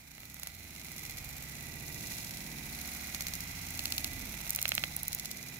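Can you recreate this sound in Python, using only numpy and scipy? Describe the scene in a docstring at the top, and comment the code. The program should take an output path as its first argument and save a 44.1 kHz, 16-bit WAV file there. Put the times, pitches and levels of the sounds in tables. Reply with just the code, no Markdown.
"""A bonfire of branches at night in slow motion: replayed overlapping slices keep the pitch, make the
roar flutter and stutter most cracks a few times, some 60 ms apart. From the start, pockets of steam
split the wood in sharp cracks. Over the first two seconds the low roar of turbulent flames swells, and
so does the hiss and ticking of boiling sap. The loudest cracks come near 3.8 s and 4.5 s; after 5 s
the deep rumble sinks away."""
import sys
import numpy as np
from scipy.fft import rfft, irfft, next_fast_len
from scipy.io import wavfile
from scipy.ndimage import uniform_filter1d, map_coordinates

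SR = 44100
rng = np.random.default_rng(int(sys.argv[2]) if len(sys.argv) > 2 else 0)


def inscribe(sig):
    """Save sig as 16-bit PCM at rate SR to the path in sys.argv[1].

    A 1-D sig is mono; a 2-D sig holds one channel per row.
    Samples are clipped to [-1, 1] before scaling.
    """
    pcm = np.round(np.clip(np.atleast_2d(sig).T, -1, 1) * 32767)
    wavfile.write(sys.argv[1], SR, pcm.astype(np.int16))


N = 246519

# start_s, soundings, first_sounding_db, thud_db, knock_db, snap_db, sizzle_db, splinter_factor
CRACKS = [(.116, 2, 0, -52, -48, -45, -47, 1.3), (0.1814, 2, 0.5, -36, -39, -60, -46, 0.9),
          (.2036, 3, 0, -52, -42, -45, -41, .9), (0.344, 2, 0, -37, -58, -41, -35.5, .5),
          (0.3668, 3, 0, -39, -40, -49, -46, 1.1), (0.4331, 2, 0.5, -33, -35, -32.5, -30, 0.7),
          (.751, 3, -2, -46, -41, -39, -40, 2.4), (0.762, 3, 0, -38, -41, -38, -47, 1.7),
          (0.847, 2, -2, -35, -44, -37, -36, 2.2), (0.963, 2, -1, -35, -42, -35, -36, 2),
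          (0.9815, 3, 0, -42, -36, -36, -36, 1.6), (.9935, 4, 0, -46, -41, -38, -36, 2),
          (1.183, 1, 0, -42, -38, -35, -35, 2.2), (1.2455, 4, 0, -55, -50, -37, -36, 1.6),
          (1.3045, 4, 0, -45, -44, -42, -40, 1.6), (1.522, 3, 0, -44, -43, -44, -41, .8),
          (1.865, 2, 0, -48, -48, -46, -37, 1.3), (1.881, 4, 0, -46, -42, -32, -38, 1.5),
          (2.1205, 5, 0, -44, -33, -36, -35, 1), (2.168, 3, 0, -50, -40, -38, -39, 1.2),
          (2.666, 3, 0, -50, -46, -40, -36, .6), (2.7485, 1, 0, -39, -41, -39, -35, 1.2),
          (2.814, 3, 1, -47, -42, -37, -34, .9), (2.856, 2, 0, -37, -41, -40, -36, 1),
          (2.9492, 3, 0, -46, -41, -39, -36, 1.2), (3.147, 4, 1, -32.5, -28.5, -26.5, -30, 1.3),
          (3.2222, 3, 1, -50, -39, -30, -33, 0.69), (3.406, 1, 2.5, -52, -41, -33, -33.5, .8),
          (3.617, 4, 0, -55, -42, -43, -36, 1.2), (3.706, 5, 1, -51, -60, -35, -33.5, 0.9),
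          (3.7929, 5, -3, -31.5, -20, -26, -24.5, 0.75), (4.009, 6, 0, -52, -42, -40, -35, 1.1),
          (4.3416, 3, 0, -36, -34, -48, -36, 0.9), (4.4135, 4, 0, -39, -39, -37, -36, 1.3),
          (4.4952, 4, -1, -42, -28, -29, -25, .7), (4.5059, 5, 1, -54, -37, -23, -21, 0.34),
          (4.5893, 5, -7, -18, -15, -32, -35, .5), (4.9656, 2, 2.5, -52, -48, -32, -23.5, 0.28),
          (5.082, 2, 1, -58, -41, -29.5, -22, 0.29), (5.13, 4, 1, -38.5, -31, -26.5, -31, 1.3),
          (5.12, 3, 0, -40, -39, -34, -38, 1.4), (5.3715, 3, 1, -61, -46, -34, -38.5, 0.94)]
# Push of air from a split, relative to the crackle colour: freq_hz, gain_db
AIR_PUSH = [(290, 3), (450, -4), (600, -4), (750, -6), (1050, -.5), (1400, -2), (2000, -9), (2900, -9.5),
            (4200, -4.5)]
# centre_hz, width_hz, left_db, right_db
BRANCH_MODES = [(1700, 300, -1, -10), (2250, 300, -14, 0), (2700, 300, -4, 1), (3300, 300, 0, -10),
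                (4250, 350, 5, -8)]
GROUND_DELAY_S, GROUND_GAIN = 0.00142, 0.42


def cracks(gain_db, push_below_hz, size=1024, onset=128):
    """Pockets of steam split the wood: dull knocks from thick branches, bright snaps from twigs."""
    splinter = np.array(CRACKS)[:, -1, None, None]
    tear = burst(len(CRACKS), blow_s=0.00033, bounce_s=GROUND_DELAY_S, bounce=0.11, scatter=splinter,
                 t60_s=0.02 * splinter, lead=0.08, lead_s=0.0018, flat=0.85)
    tear = np.repeat(tear, [round(count) for _, count, *_ in CRACKS], axis=0)  # one copy per sounding
    # In the low range a split is one clean push that rings the branch.
    hz = np.fft.rfftfreq(size, 1 / SR)
    ring = np.array([peaks([(centre, width, db[side]) for centre, width, *db in BRANCH_MODES], hz)
                     for side in range(2)])
    push = causal(amp(along(AIR_PUSH, hz)) * ring) * np.exp(-2j * np.pi * hz * onset / SR)
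    ground_bounce = GROUND_GAIN * np.exp(-2j * np.pi * hz * GROUND_DELAY_S)
    push = push * (1 + ground_bounce) / np.hypot(1, GROUND_GAIN)
    push_share = 0.92 * lowpass(hz, push_below_hz, 4)
    waves = irfft(np.sqrt(1 - push_share) * rfft(tear) + np.sqrt(push_share) * push)
    rows = stutters()
    return amp(gain_db) * placed(rows[:, 0] - onset / SR, tinted(waves, rows[:, 1:]))


def burst(count, blow_s, bounce_s, bounce, scatter, t60_s, lead, lead_s, flat, size=1024, onset=128):
    """Unit-energy cracks: a faint, brief rise of noise, a blow, ground bounce, scatter off the pile."""
    t = (np.arange(size) - onset) / SR
    blow = np.exp(-(t / blow_s) ** 2) + bounce * np.exp(-((t - bounce_s) / blow_s) ** 2)
    skirt = np.where(t > 0, scatter * amp(-60 * np.abs(t) / t60_s), lead * np.exp(-np.abs(t) / lead_s))
    spectrum = rfft(rng.standard_normal((count, 2, size)) * (blow + skirt))
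    # So brief a blow spreads its energy evenly over the spectrum.
    power = np.abs(uniform_filter1d(np.abs(spectrum) ** 2, 21, axis=-1)) + 1e-9
    wave = irfft(spectrum / power ** (flat / 2))
    return wave / np.linalg.norm(wave, axis=-1, keepdims=True)


# thud_hz, knock_hz, snap_hz, sizzle_hz
BAND_CENTRES = [1200, 3300, 6500, 12000]


def tinted(waves, bands_db):
    """Each crack with its own strength of thud, knock, snap and sizzle."""
    log_hz = np.log(np.fft.rfftfreq(waves.shape[-1], 1 / SR) + 1)
    gain = amp([np.interp(log_hz, np.log(BAND_CENTRES), row) for row in bands_db])
    return irfft(rfft(waves) * gain[:, None])


# Slow-motion step back per slice, also the stutter gap: time_s, step_s
STEP_BACK = [(0, .049), (.116, .035), (.18, .052), (.205, .051), (.255, .045), (.3, .045), (.344, .054),
             (.37, .054), (.43, .039), (.75, .045), (.79, .07), (1, .0703), (1.05, .045), (1.07, .045),
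             (1.11, .063), (1.18, .074), (1.246, .045), (1.29, .076), (1.31, .076), (1.367, .058),
             (1.44, .058), (1.52, .063), (1.585, .072), (1.865, .061), (1.88, .0635), (3.21, .0605),
             (3.27, .069), (3.7, .069), (3.79, .0627), (3.86, .0673), (3.92, .058), (3.98, .0636),
             (4.07, .061), (4.2, .061), (4.257, .067), (4.33, .063), (4.41, .063), (4.5, .0537),
             (4.55, .0665), (4.59, .0662), (4.62, .064), (4.66, .064), (4.69, .0605), (4.72, .0605),
             (4.78, .0587), (4.96, .067), (5.13, .067), (5.22, .057)]
SLICE_S = 0.078


def stutters():
    """Crack soundings, one step back apart: start_s, thud_db, knock_db, snap_db, sizzle_db."""
    rows = []
    for start_s, count, first_db, *bands_db, _ in CRACKS:
        for k in range(round(count)):
            rows.append((start_s, *(np.array(bands_db) + first_db * (k == 0))))
            start_s += np.interp(start_s, *np.transpose(STEP_BACK))
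    return np.array(rows)


def slice_starts(jitter_s):
    """First sample of each slice: every one steps back over much of the last."""
    times = np.arange(0, N / SR, SLICE_S)
    back_s = np.interp(times, *np.transpose(STEP_BACK)) + jitter_s * rng.uniform(-1, 1, len(times))
    return (np.cumsum(np.clip(SLICE_S - back_s, 0, SLICE_S)) * SR).astype(int)


def slowed(x, starts, fade_s=0.012):
    """Slow motion at unchanged pitch: overlapping slices laid end to end, cross-faded at even power."""
    hop = int(np.ceil(SLICE_S * SR))
    index, offset = np.divmod(np.arange(N), hop)
    fade = np.pi / 2 * np.minimum(offset / min(fade_s * SR, hop), 1)
    incoming = x[:, (starts[index] + offset) % N]
    outgoing = x[:, (starts[index - 1] + hop + offset) % N]
    return np.sin(fade) * incoming + np.cos(fade) * outgoing


# freq_hz, left_db, right_db
CRACKLE_COLOUR = [(250, -40, -48.5), (450, -26.5, -18), (722, -11, -6.5), (1040, -22.5, -15),
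                  (1854, -16.5, -8.5), (2003, -28, 5), (2143, -1, -0.5), (2680, -39, -3), (3280, -6, -11),
                  (4185, -13.5, -2), (4130, -4.5, -16.5), (5600, -12.5, -4.5), (6850, -8, -7),
                  (8780, -17.5, -14), (10630, -10.5, -6.5), (16400, -10.5, -9.5)]
TOP_HZ = 15700


def crackle_colour(hz, blur_hz=0):
    """Left and right tone colour shared by cracks and hiss, at mean power 1; blur shortens its ring."""
    power = amp([along(CRACKLE_COLOUR, hz, column=1), along(CRACKLE_COLOUR, hz, column=2)]) ** 2
    power = np.abs(uniform_filter1d(power, int(blur_hz / hz[1]) + 1, axis=-1))
    gain = np.sqrt(power / np.mean(power[:, hz < TOP_HZ]))
    shared = gain.mean(axis=0)
    return causal(shared) * gain / shared * left_later(hz)


# freq_hz, density_db
FLAME_SPECTRUM = [(13, -50), (25, -15), (50, -6), (66, -2), (85, -4.5), (115, -6), (145, -2), (195, -6.5),
                  (232, -4.5), (265, -10), (330, -13), (400, -20), (520, -24), (680, -28), (1140, -120)]
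# time_s, relative_level_db
RUMBLE_LEVEL = [(0, -61.5), (.06, -62), (.6, -54.5), (.95, -58), (1.25, -50), (1.5, -53.5), (1.85, -51),
                (2.45, -54), (2.75, -50.5), (3.05, -52), (3.25, -49.5), (3.9, -51), (4.17, -46.5),
                (4.55, -53), (5.1, -52), (5.35, -60), (5.59, -61)]
# time_s, relative_level_db
RUSH_LEVEL = [(0, -63.5), (.33, -57.5), (.48, -60.5), (.93, -54), (1.2, -54.5), (1.75, -51), (2.03, -49.5),
              (2.22, -53), (2.55, -48.5), (2.8, -52), (3.08, -53), (3.38, -51), (4.0, -52), (4.25, -49.5),
              (4.58, -55), (4.85, -50), (5.06, -54.5), (5.59, -52)]
# Rush above its edge against rush below: time_s, tilt_db
RUSH_TILT = [(0, -3), (1.3, -2), (2.0, 5), (2.6, 3.5), (3.2, 3), (3.7, -5.5), (4.4, -0.5), (5.59, 1.5)]


def flames(starts, rumble_gain_db, rush_gain_db, rush_edge_hz):
    """Turbulent flames: a deep rumble under a low rush, nearly alike on both sides, stronger right."""
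    def colour(hz):
        lean_db = along([(30, 1.4), (125, 2.7), (260, 3.4), (500, 8.5)], hz) / 2
        return amp(along(FLAME_SPECTRUM, hz) + np.array([-lean_db, lean_db])) * left_later(hz)

    noise = rng.standard_normal((2, N))
    air = paired(noise, correlation=[(60, 0.98), (130, 0.94), (260, 0.94), (500, 0.76)])
    air = filtered(air, colour)
    deep = filtered(air, lambda hz: lowpass(hz, 100, 8))
    rumble = steady(slowed(deep, starts, fade_s=0.038), span_s=0.06)
    rush = slowed(air - deep, starts, fade_s=0.028)
    low = filtered(rush, lambda hz: lowpass(hz, rush_edge_hz, 8))
    rush = steady(low + amp(curve(RUSH_TILT)) * (rush - low), span_s=0.07)
    rumble *= amp(curve(RUMBLE_LEVEL) + rumble_gain_db)
    rush *= amp(curve(RUSH_LEVEL) + rush_gain_db)
    return rumble + rush


# time_s, relative_level_db
STEAM_LEVEL = [(0.0, -58), (0.12, -57.5), (0.42, -54.5), (0.79, -53), (1.07, -50.5), (1.8, -49.5),
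               (2.12, -47), (2.51, -48.5), (2.86, -46.5), (4.44, -47), (4.67, -48), (4.81, -47.5),
               (5.23, -50), (5.59, -50)]
# centre_s, half_length_s, treble_gain_db
STEAM_JETS = [(0.598, 0.16, 0.5), (2.122, 0.13, 2.5), (2.85, 0.13, 0.5), (3.96, 0.095, 1.5),
              (4.777, 0.14, 1.5)]
# centre_hz, width_hz, strength_db
HISS_MODES = [(891, 37, -2), (1270, 1030, 0), (1956, 17, -2.5), (2383, 107, 3), (3959, 4.3, 1)]
# freq_hz, left_right_correlation
HISS_CORRELATION = [(450, 1), (900, 0.57), (1500, .3), (2100, .4), (2800, 0.092), (3800, 0.21),
                    (6000, 0.067), (9000, 0.45), (11000, 0.066), (15000, 0.062)]


def hiss(starts, body_gain_db, treble_gain_db, spit_db, spurt_db):
    """Steam leaves the wood with ticks and spits; jets and short random spurts brighten it."""
    ticking = amp(flurries()) * ticks(starts)
    steam = unit(slowed(paired(rng.standard_normal((2, N)), HISS_CORRELATION), starts))
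    mix = steady(steam + ticking + amp(spit_db) * spits(starts), span_s=0.42)
    body = filtered(mix, lambda hz: lowpass(hz, 3100, 6))
    spurts = amp(spurt_db * wobble(rate_hz=110.95))
    spurts = steady(slowed(spurts[None], starts), span_s=0.066)
    t = np.arange(N) / SR
    jets_db = sum(db * np.exp(-((t - centre_s) / half_s) ** 2) for centre_s, half_s, db in STEAM_JETS)
    treble = amp(treble_gain_db + jets_db) * spurts * (mix - body)
    sizzle = amp(curve(STEAM_LEVEL)) * (amp(body_gain_db) * body + treble)
    return filtered(sizzle, lambda hz: peaks(HISS_MODES, hz))


def ticks(starts, count=800, spread_db=4, colour_db=0.5):
    """Tiny cells burst in the wood: dense ticks of uneven size."""
    times = rng.uniform(0, starts[-1] / SR + SLICE_S, count)
    size_db = spread_db * np.minimum(rng.exponential(size=(count, 1)), 3)
    waves = burst(count, blow_s=0.0005, bounce_s=0.0016, bounce=0.42, scatter=0.24,
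                  t60_s=0.019, lead=0.42, lead_s=0.0012, flat=0.35)
    bands_db = size_db + colour_db * rng.standard_normal((count, len(BAND_CENTRES)))
    ticking = placed(times, tinted(waves, bands_db))
    return unit(slowed(paired(ticking, HISS_CORRELATION), starts))


def flurries(calm_db=-3.5, rise_db=4, reach_s=0.093, range_db=15):
    """Tick level over the smooth steam in dB: it rises around loud cracks, most at the loudest."""
    rows = stutters()
    t = np.linspace(0, N / SR, num=400)
    loud_db = rows[:, 1:].max(axis=1)
    stir = np.maximum(1 + (loud_db - loud_db.max()) / range_db, 0)
    nearby = np.max(stir * np.exp(-((t[:, None] - rows[:, 0]) / reach_s) ** 2), axis=1)
    return calm_db + rise_db * np.interp(np.arange(N) / SR, t, nearby)


def spits(starts, count=130, centre_hz=7300, spread_octaves=0.95, width_octaves=0.35, spread_db=4):
    """Beads of sap boil off the bark: sparse gritty spits of a few ms, each with its own pitch."""
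    times = rng.uniform(0, starts[-1] / SR + SLICE_S, count)
    pitch, strength = rng.uniform(-1, 1, (count, 2)).T[..., None, None]
    waves = burst(count, blow_s=0.0005, bounce_s=GROUND_DELAY_S, bounce=0.5, scatter=0.8,
                  t60_s=0.018, lead=0.3, lead_s=0.001, flat=0.35)
    hz = np.fft.rfftfreq(waves.shape[-1], 1 / SR)
    octaves = np.log2((hz + 1) / centre_hz) - spread_octaves * pitch
    gain = amp(spread_db * strength) / np.hypot(1, octaves / width_octaves)
    grit = placed(times, irfft(rfft(waves) * gain))
    return steady(slowed(grit, starts), span_s=0.6)


def left_later(hz, lag_s=0.00012):
    """Sound from the fire reaches the right side first."""
    return np.exp(-2j * np.pi * hz * np.array([[lag_s / 2], [-lag_s / 2]]))


def paired(x, correlation):
    """Two unrelated signals blended to a left-right correlation that varies with frequency."""
    def blend(hz):
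        angle = np.arccos(np.clip(along(correlation, hz), -1, 1)) / 2
        return np.array([np.cos(angle), np.sin(angle)])

    mid, side = filtered(x, blend)
    return np.array([mid + side, mid - side])


def placed(times, waves):
    """Stereo waves summed at their times."""
    at = (np.maximum(times, 0) * SR).astype(int)[:, None] + np.arange(waves.shape[-1])
    return np.array([np.bincount(at.ravel(), waves[:, side].ravel(), N)[:N] for side in range(2)])


def filtered(x, response):
    """x through a frequency response."""
    size = 2 * next_fast_len(N // 2 + SR // 4)
    return irfft(rfft(x, size) * response(np.fft.rfftfreq(size, 1 / SR)), size)[..., :N]


def lowpass(hz, edge_hz, steepness):
    """Gain that falls to one half at the edge."""
    return 1 / (1 + (hz / edge_hz) ** steepness)


def peaks(modes, hz):
    """Gain of 1 raised by resonances."""
    return 1 + sum(amp(db) / (1 + ((hz - centre) / width * 2) ** 2) for centre, width, db in modes)


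def causal(gain):
    """Minimum-phase response with this gain: it rings only after a blow."""
    cepstrum = irfft(np.log(np.maximum(gain, 1e-6)))
    half = cepstrum.shape[-1] // 2
    cepstrum[..., 1:half] *= 2
    cepstrum[..., half + 1:] = 0
    return np.exp(rfft(cepstrum))


def along(table, hz, column=1):
    """One column of a frequency table, read on a log axis."""
    columns = np.transpose(table)
    return np.interp(np.log(hz + 1), np.log(columns[0] + 1), columns[column])


def curve(table):
    """A time table read at every sample."""
    return np.interp(np.arange(N) / SR, *np.transpose(table))


def wobble(rate_hz):
    """A smooth curve through random knots."""
    knots = rng.standard_normal(int(N * rate_hz / SR) + 4)
    return map_coordinates(knots, [np.arange(N) * rate_hz / SR])


def steady(x, span_s):
    """x held at rms 1 over each span."""
    power = uniform_filter1d(np.mean(x ** 2, axis=0), max(int(span_s * SR), 2))
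    return x / np.sqrt(np.abs(power) + 1e-12)


def unit(x):
    """x at rms 1."""
    return x / np.sqrt(np.mean(x ** 2) + 1e-20)


def amp(db):
    """Decibels to gain."""
    return 10 ** (np.asarray(db) / 20)


def scene():
    """Roar and hiss share the same slices; the cracks stand out over them."""
    starts = slice_starts(jitter_s=0.014)
    sap = hiss(starts, body_gain_db=3.5, treble_gain_db=4, spit_db=-6.5, spurt_db=1.55)
    sap = filtered(sap, crackle_colour)
    wood = cracks(gain_db=22, push_below_hz=5000)
    wood = filtered(wood, lambda hz: crackle_colour(hz, blur_hz=406))
    roar = flames(starts, rumble_gain_db=-1.5, rush_gain_db=0.5, rush_edge_hz=140)
    return wood + roar + sap


def record(dry):
    """A steep band limit cuts the highest treble."""
    return filtered(dry, lambda hz: lowpass(hz, TOP_HZ, 160))


dry = scene()
out = record(dry)
inscribe(out)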